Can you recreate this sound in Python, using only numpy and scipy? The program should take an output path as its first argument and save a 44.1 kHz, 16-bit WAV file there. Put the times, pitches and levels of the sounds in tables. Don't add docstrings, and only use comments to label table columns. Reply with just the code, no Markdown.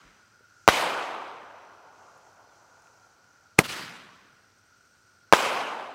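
import sys
import numpy as np
from scipy import signal
from scipy.io import wavfile

SR = 44100
rng = np.random.default_rng(int(sys.argv[2]) if len(sys.argv) > 2 else 0)


def inscribe(sig):
    pcm = np.round(np.clip(np.atleast_2d(sig).T, -1, 1) * 32767)
    wavfile.write(sys.argv[1], SR, pcm.astype(np.int16))


def invert_db(x):
    u = np.asarray(x, float) / 20
    return 10 ** u


N = 261954
TIME = np.arange(N) / SR

# (time [s], shock [dB], ground reflection lag [ms], reflection [dB], reflection cut [Hz])
BURSTS = [(.67796, 15, 8.45, 14, 2300), (5.32562, 15, 8.36, 11, 1000)]
LAUNCH_S = 3.5894


def in_time(rows):
    s, *columns = np.transpose(rows)
    return [np.interp(TIME, s, c, left=-200, right=-200) for c in columns]


def at_hz(points, hz):
    freqs_hz, values = np.transpose(points)
    return np.interp(np.log(hz), np.log(freqs_hz), values)


def rms_one(x):
    return x / np.sqrt(np.mean(x ** 2) + 1e-20)


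def low_cut(x, hz, order):
    return signal.sosfilt(signal.butter(order, hz, "high", fs=SR, output="sos"), x)


def high_cut(x, hz):
    return signal.sosfilt(signal.butter(1, hz, fs=SR, output="sos"), x)


def drift(rate_hz):
    r = np.exp(-16 * np.pi * rate_hz / SR)
    noise = rng.standard_normal(N // 8 + 6002)
    slow = signal.lfilter([1], [1, -2 * r, r * r], noise)[6000:]
    return np.interp(np.arange(N) / 8, np.arange(len(slow)), rms_one(slow))


def click(s):
    return (np.arange(N) == round(s * SR)) + 1e-18


def ring(x, hz, t60_s):
    r = invert_db(-60 / (t60_s * SR))
    w = 2 * np.pi * hz / SR
    return signal.lfilter([0, np.sin(w)], [1, -2 * r * np.cos(w), r * r], x)


def chorus(hz, width_hz):
    r = np.exp(-np.pi * width_hz / SR)
    section = [1, 0, -1, 1, -2 * r * np.cos(2 * np.pi * hz / SR), r * r]
    return rms_one(signal.sosfilt([section, section], rng.standard_normal(N)))


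def phrases(rows, bed_db, edge_s):
    level = invert_db(bed_db)
    for s, length_s, level_db in rows:
        to_edge_s = np.minimum(TIME - s, s + length_s - TIME)
        level = level + invert_db(level_db) * np.clip(to_edge_s / edge_s, 0, 1)
    return level


def dying(start_s, t60_s):
    return (TIME >= start_s) * invert_db(-60 * np.maximum(TIME - start_s, 0) / t60_s)


def n_wave(length_ms):
    return np.linspace(1, -1, round(length_ms * SR / 1000))


def scatter(start_s, per_s, level_db, t60_s):
    hits = (rng.random(N) < per_s / SR) * rng.standard_normal(N)
    return hits * invert_db(level_db) * dying(start_s, t60_s)


def bands(spectrum, loss, age_s, lumpy_db, patchy_db):
    fade_s = 0.83
    ageing_s = fade_s * (1 - np.exp(-age_s / fade_s))
    white = rng.standard_normal((2, N)) * invert_db(lumpy_db * drift(130))
    edges_hz = 25 * 2 ** np.arange(0, 9.5, 1 / 3)
    young_power, out = 0, 0
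    for k, (low, high) in enumerate(zip(edges_hz, edges_hz[1:])):
        hz = np.sqrt(low * high)
        sos = signal.butter(2, [low, high], "band", fs=SR, output="sos")
        band = invert_db(at_hz(spectrum, hz)) * signal.sosfilt(sos, white[k % 2])
        young_power += np.mean(band ** 2)
        out = out + band * invert_db(patchy_db * drift(15) - at_hz(loss, hz) * ageing_s)
    return out / np.sqrt(young_power)


def bursts():
    shock = n_wave(length_ms=.8)
    spray_pulse = n_wave(length_ms=.55)
    out = np.zeros(N)
    for s, shock_db, lag_ms, ground_db, cut_hz in BURSTS:
        bounce_s = s + lag_ms / 1000
        near = invert_db(shock_db) * scatter(s + 0.00079, per_s=2200, level_db=-19, t60_s=0.01)
        grass = invert_db(ground_db) * scatter(bounce_s + 0.00058, per_s=9000, level_db=-18, t60_s=0.033)
        front = high_cut(invert_db(shock_db) * click(s), 2400)
        straight = np.convolve(front, shock)[:N]
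        straight += np.convolve(high_cut(near + grass, 3000), spray_pulse)[:N]
        out += low_cut(straight, 700, order=1)
        out += invert_db(ground_db) * high_cut(np.convolve(click(bounce_s), shock)[:N], cut_hz)
    return low_cut(out, 120, order=2)


def launch():
    # (frequency [Hz], level [dB], t60 [s])
    tube_modes = [(2235, 14, .0032), (1310, -11, .022), (8600, -4, .01)]
    # (cut of each of two low-passes [Hz], level [dB], t60 [s])
    gas_layers = [(3100, -15, 0.039), (13400, -24, 0.088), (1100, -18.5, 0.12)]
    gas_lead_ms, gas_swell_ms = 1.2, 1.5
    ground_lag_ms, ground_db = 2.4, -12

    arrivals = click(LAUNCH_S) + invert_db(ground_db) * click(LAUNCH_S + ground_lag_ms / 1000)
    pulse = np.convolve(arrivals, n_wave(length_ms=1.9))[:N]
    blast = invert_db(-4) * low_cut(pulse, 110, order=1)
    tube = sum(invert_db(level_db) * ring(arrivals, hz, t60_s) for hz, level_db, t60_s in tube_modes)
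    tube -= invert_db(-9) * ring(arrivals, 140, t60_s=.03)
    peak_s = LAUNCH_S - gas_lead_ms / 1000
    swell = (TIME < peak_s) * np.exp(np.minimum(TIME - peak_s, 0) * 1000 / gas_swell_ms)
    gas = 0
    for cut_hz, level_db, t60_s in gas_layers:
        noise = high_cut(high_cut(rng.standard_normal(N), cut_hz), cut_hz)
        gas = gas + invert_db(level_db) * rms_one(noise) * (swell + dying(peak_s, t60_s))
    return low_cut(blast + tube + gas, 110, order=2)


def answer(age_s, delay_s, level_db, rise_s, hold_s, t60_s):
    since_s = age_s - delay_s
    fall_db = 60 * np.maximum(since_s - rise_s - hold_s, 0) / t60_s
    return invert_db(level_db - fall_db) * np.clip(since_s / rise_s, 0, 1)


def roll(woods, shots_s, shots_db, colour, loss, lumpy_db):
    latest = np.maximum(np.searchsorted(shots_s, TIME) - 1, 0)
    age_s = TIME - np.array(shots_s)[latest]
    stands_rms = np.sqrt(sum(answer(age_s, *stand) ** 2 for stand in woods))
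    level = invert_db(np.array(shots_db)[latest]) * stands_rms
    return level * bands(colour, loss, np.maximum(age_s, 0), lumpy_db, patchy_db=1.36)


def burst_echoes():
    # (delay [s], level re the shot's echo gain [dB], rise [s], hold [s], t60 [s])
    stands = [(.012, -21, .004, 0.0045, 0.19), (.02, -23.5, 0.035, 0.074, 1.857), (.6, -54.5, .4, .4, 5.0),
              (1.7, -66.5, 0.26, 0.3, 2.5)]
    # (frequency [Hz], relative density [dB per Hz])
    colour = [(24, -50), (60, -33), (220, -15.5), (500, -7), (850, -4), (1250, -3.5), (1800, -11),
              (2500, -6), (3300, -13), (4700, -16), (9000, -22), (14100, -30.5), (16000, -34)]
    # (frequency [Hz], initial loss rate, negative = gain [dB/s])
    loss = [(60, 8.5), (250, 1), (800, -7), (1500, 3), (2400, 16), (3500, 21.5), (5000, 35), (10000, 58.5),
            (16000, 74)]
    return roll(stands, [row[0] for row in BURSTS], [-0.25, -0.77], colour, loss, lumpy_db=0.92)


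def launch_echoes():
    # (delay [s], level re the shot's echo gain [dB], rise [s], hold [s], t60 [s])
    stands = [(.004, -39, .003, .014, .06), (.042, -35, 0.0089, 0.025, 0.048), (.08, -33, .025, .035, .35),
              (.1, -38, .07, 0.05, 0.45), (.1, -45, 0.12, 0.11, 1.24)]
    # (frequency [Hz], relative density [dB per Hz])
    colour = [(24, -48), (50, -24.5), (147, -4), (630, -12.5), (1100, -6), (1720, -4.5), (2630, -4.5),
              (4800, -6.5), (5600, -10), (7200, -11), (14100, -19), (16000, -25.5)]
    # (frequency [Hz], initial loss rate, negative = gain [dB/s])
    loss = [(60, -11.5), (300, -17.5), (800, -18.5), (1400, -17), (2400, -2.5), (5000, 17), (10000, 41),
            (16000, 60)]
    return roll(stands, [-.62, LAUNCH_S], [2, 0.07], colour, loss, lumpy_db=0.82)


def cicadas():
    # (time [s], mean level [dB])
    drone_db = [(0, -66.5), (.65, -61), (2.0, -62), (2.4, -64), (3.6, -64.5), (4.5, -66.5), (4.7, -64),
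                (5.94, -63.5)]
    # (start [s], length [s], level added to the bed [dB])
    rasp_phrases = [(-.3, .7, -80), (.4, 0.73, -72), (1.88, 0.57, -72), (2.4, 0.79, -72.5),
                    (3.2, .6, -79.5), (4.45, 0.73, -86.5)]
    drone = invert_db(in_time(drone_db)[0] + 1.2 * drift(20)) * chorus(1420, width_hz=190)
    rasp_level = phrases(rasp_phrases, bed_db=-82.5, edge_s=.17) * invert_db(1.4 * drift(4.5))
    return drone + rasp_level * chorus(6200, width_hz=2400)


def far_crickets():
    # (frequency [Hz], resonance width [Hz], mean level [dB])
    cricket_bands = [(5570, 300, -82), (4962, 160, -84.5), (4200, 250, -87), (11950, 200, -96.5)]
    return sum(invert_db(level_db + 2.5 * drift(1.5)) * chorus(hz, width_hz)
               for hz, width_hz, level_db in cricket_bands)


def near_cricket():
    # (time [s], wing strokes per second [1/s])
    pace = [(0, 45.1), (2.5, 45.27), (5.94, 45.33)]
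    start_hz, end_hz, sounding_share = 6030, 5840, .62
    strokes_done = np.cumsum(in_time(pace)[0]) / SR + .72
    stroke = np.minimum(strokes_done % 1 / sounding_share, 1)
    tone = np.sin(2 * np.pi * np.cumsum(start_hz + (end_hz - start_hz) * stroke) / SR)
    return invert_db(-77 + 1.5 * drift(6)) * rms_one(np.sin(np.pi * stroke) * tone)


def insect_buzz():
    # (start [s], length [s], level added to the bed [dB])
    buzz_phrases = [(-.2, 0.66, -88), (4.25, .25, -88), (4.555, 0.074, -80), (4.64, 0.055, -76),
                    (4.75, 0.477, -83)]
    return phrases(buzz_phrases, bed_db=-90.5, edge_s=0.034) * chorus(8330, width_hz=600)


def bird():
    # (time [s], frequency [Hz], level [dB])
    chirp = [(2.48, 3750, -90), (2.495, 3640, -77), (2.575, 3060, -77), (2.6, 2800, -90)]
    hz, level_db = in_time(chirp)
    return invert_db(level_db) * np.sin(2 * np.pi * np.cumsum(hz) / SR)


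def ticks():
    # (time [s], initial level [dB], frequency [Hz], t60 [s])
    tick_rows = [(.05, -54, 45.3, 0.24), (.408, -48.5, 496, 0.017), (2.178, -50.5, 10000, 0.0012),
                 (2.822, -52, 8800, 0.0023), (2.872, -48, 2600, 0.004)]
    return sum(invert_db(level_db) * ring(click(s), hz, t60_s) for s, level_db, hz, t60_s in tick_rows)


def meadow_hush():
    # (frequency [Hz], relative density [dB per Hz])
    air = [(25, -8.5), (100, 0), (1100, -7.5), (2500, -9.5), (3700, -15), (4500, -9.5), (5900, -11),
           (6300, -17), (8000, -16.5), (9200, -24), (13000, -27), (16000, -24)]
    loss = [(20, 0.0), (20000, 0.0062)]  # (Hz, dB/s)
    return invert_db(-66) * bands(air, loss, TIME, lumpy_db=-0.35, patchy_db=0.6)


def far_hum():
    return invert_db(-76.5) * chorus(102, width_hz=21)


def scene():
    shots = bursts() + launch()
    echoes = burst_echoes() + launch_echoes()
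    insects = cicadas() + far_crickets() + near_cricket() + insect_buzz()
    background = ticks() + meadow_hush() + far_hum()
    return (shots + echoes + insects + bird() + background)[None]


def band_limit(x):
    return signal.sosfilt(signal.butter(12, 16440, fs=SR, output="sos"), x)


def record(dry):
    clipped = np.clip(dry, -.97, .97)
    bass_trimmed = low_cut(clipped, 40, order=2)
    trimmed = signal.sosfilt(signal.butter(12, 15900, fs=SR, output="sos"), bass_trimmed)
    return band_limit(trimmed)


dry = scene()
out = record(dry)
inscribe(out)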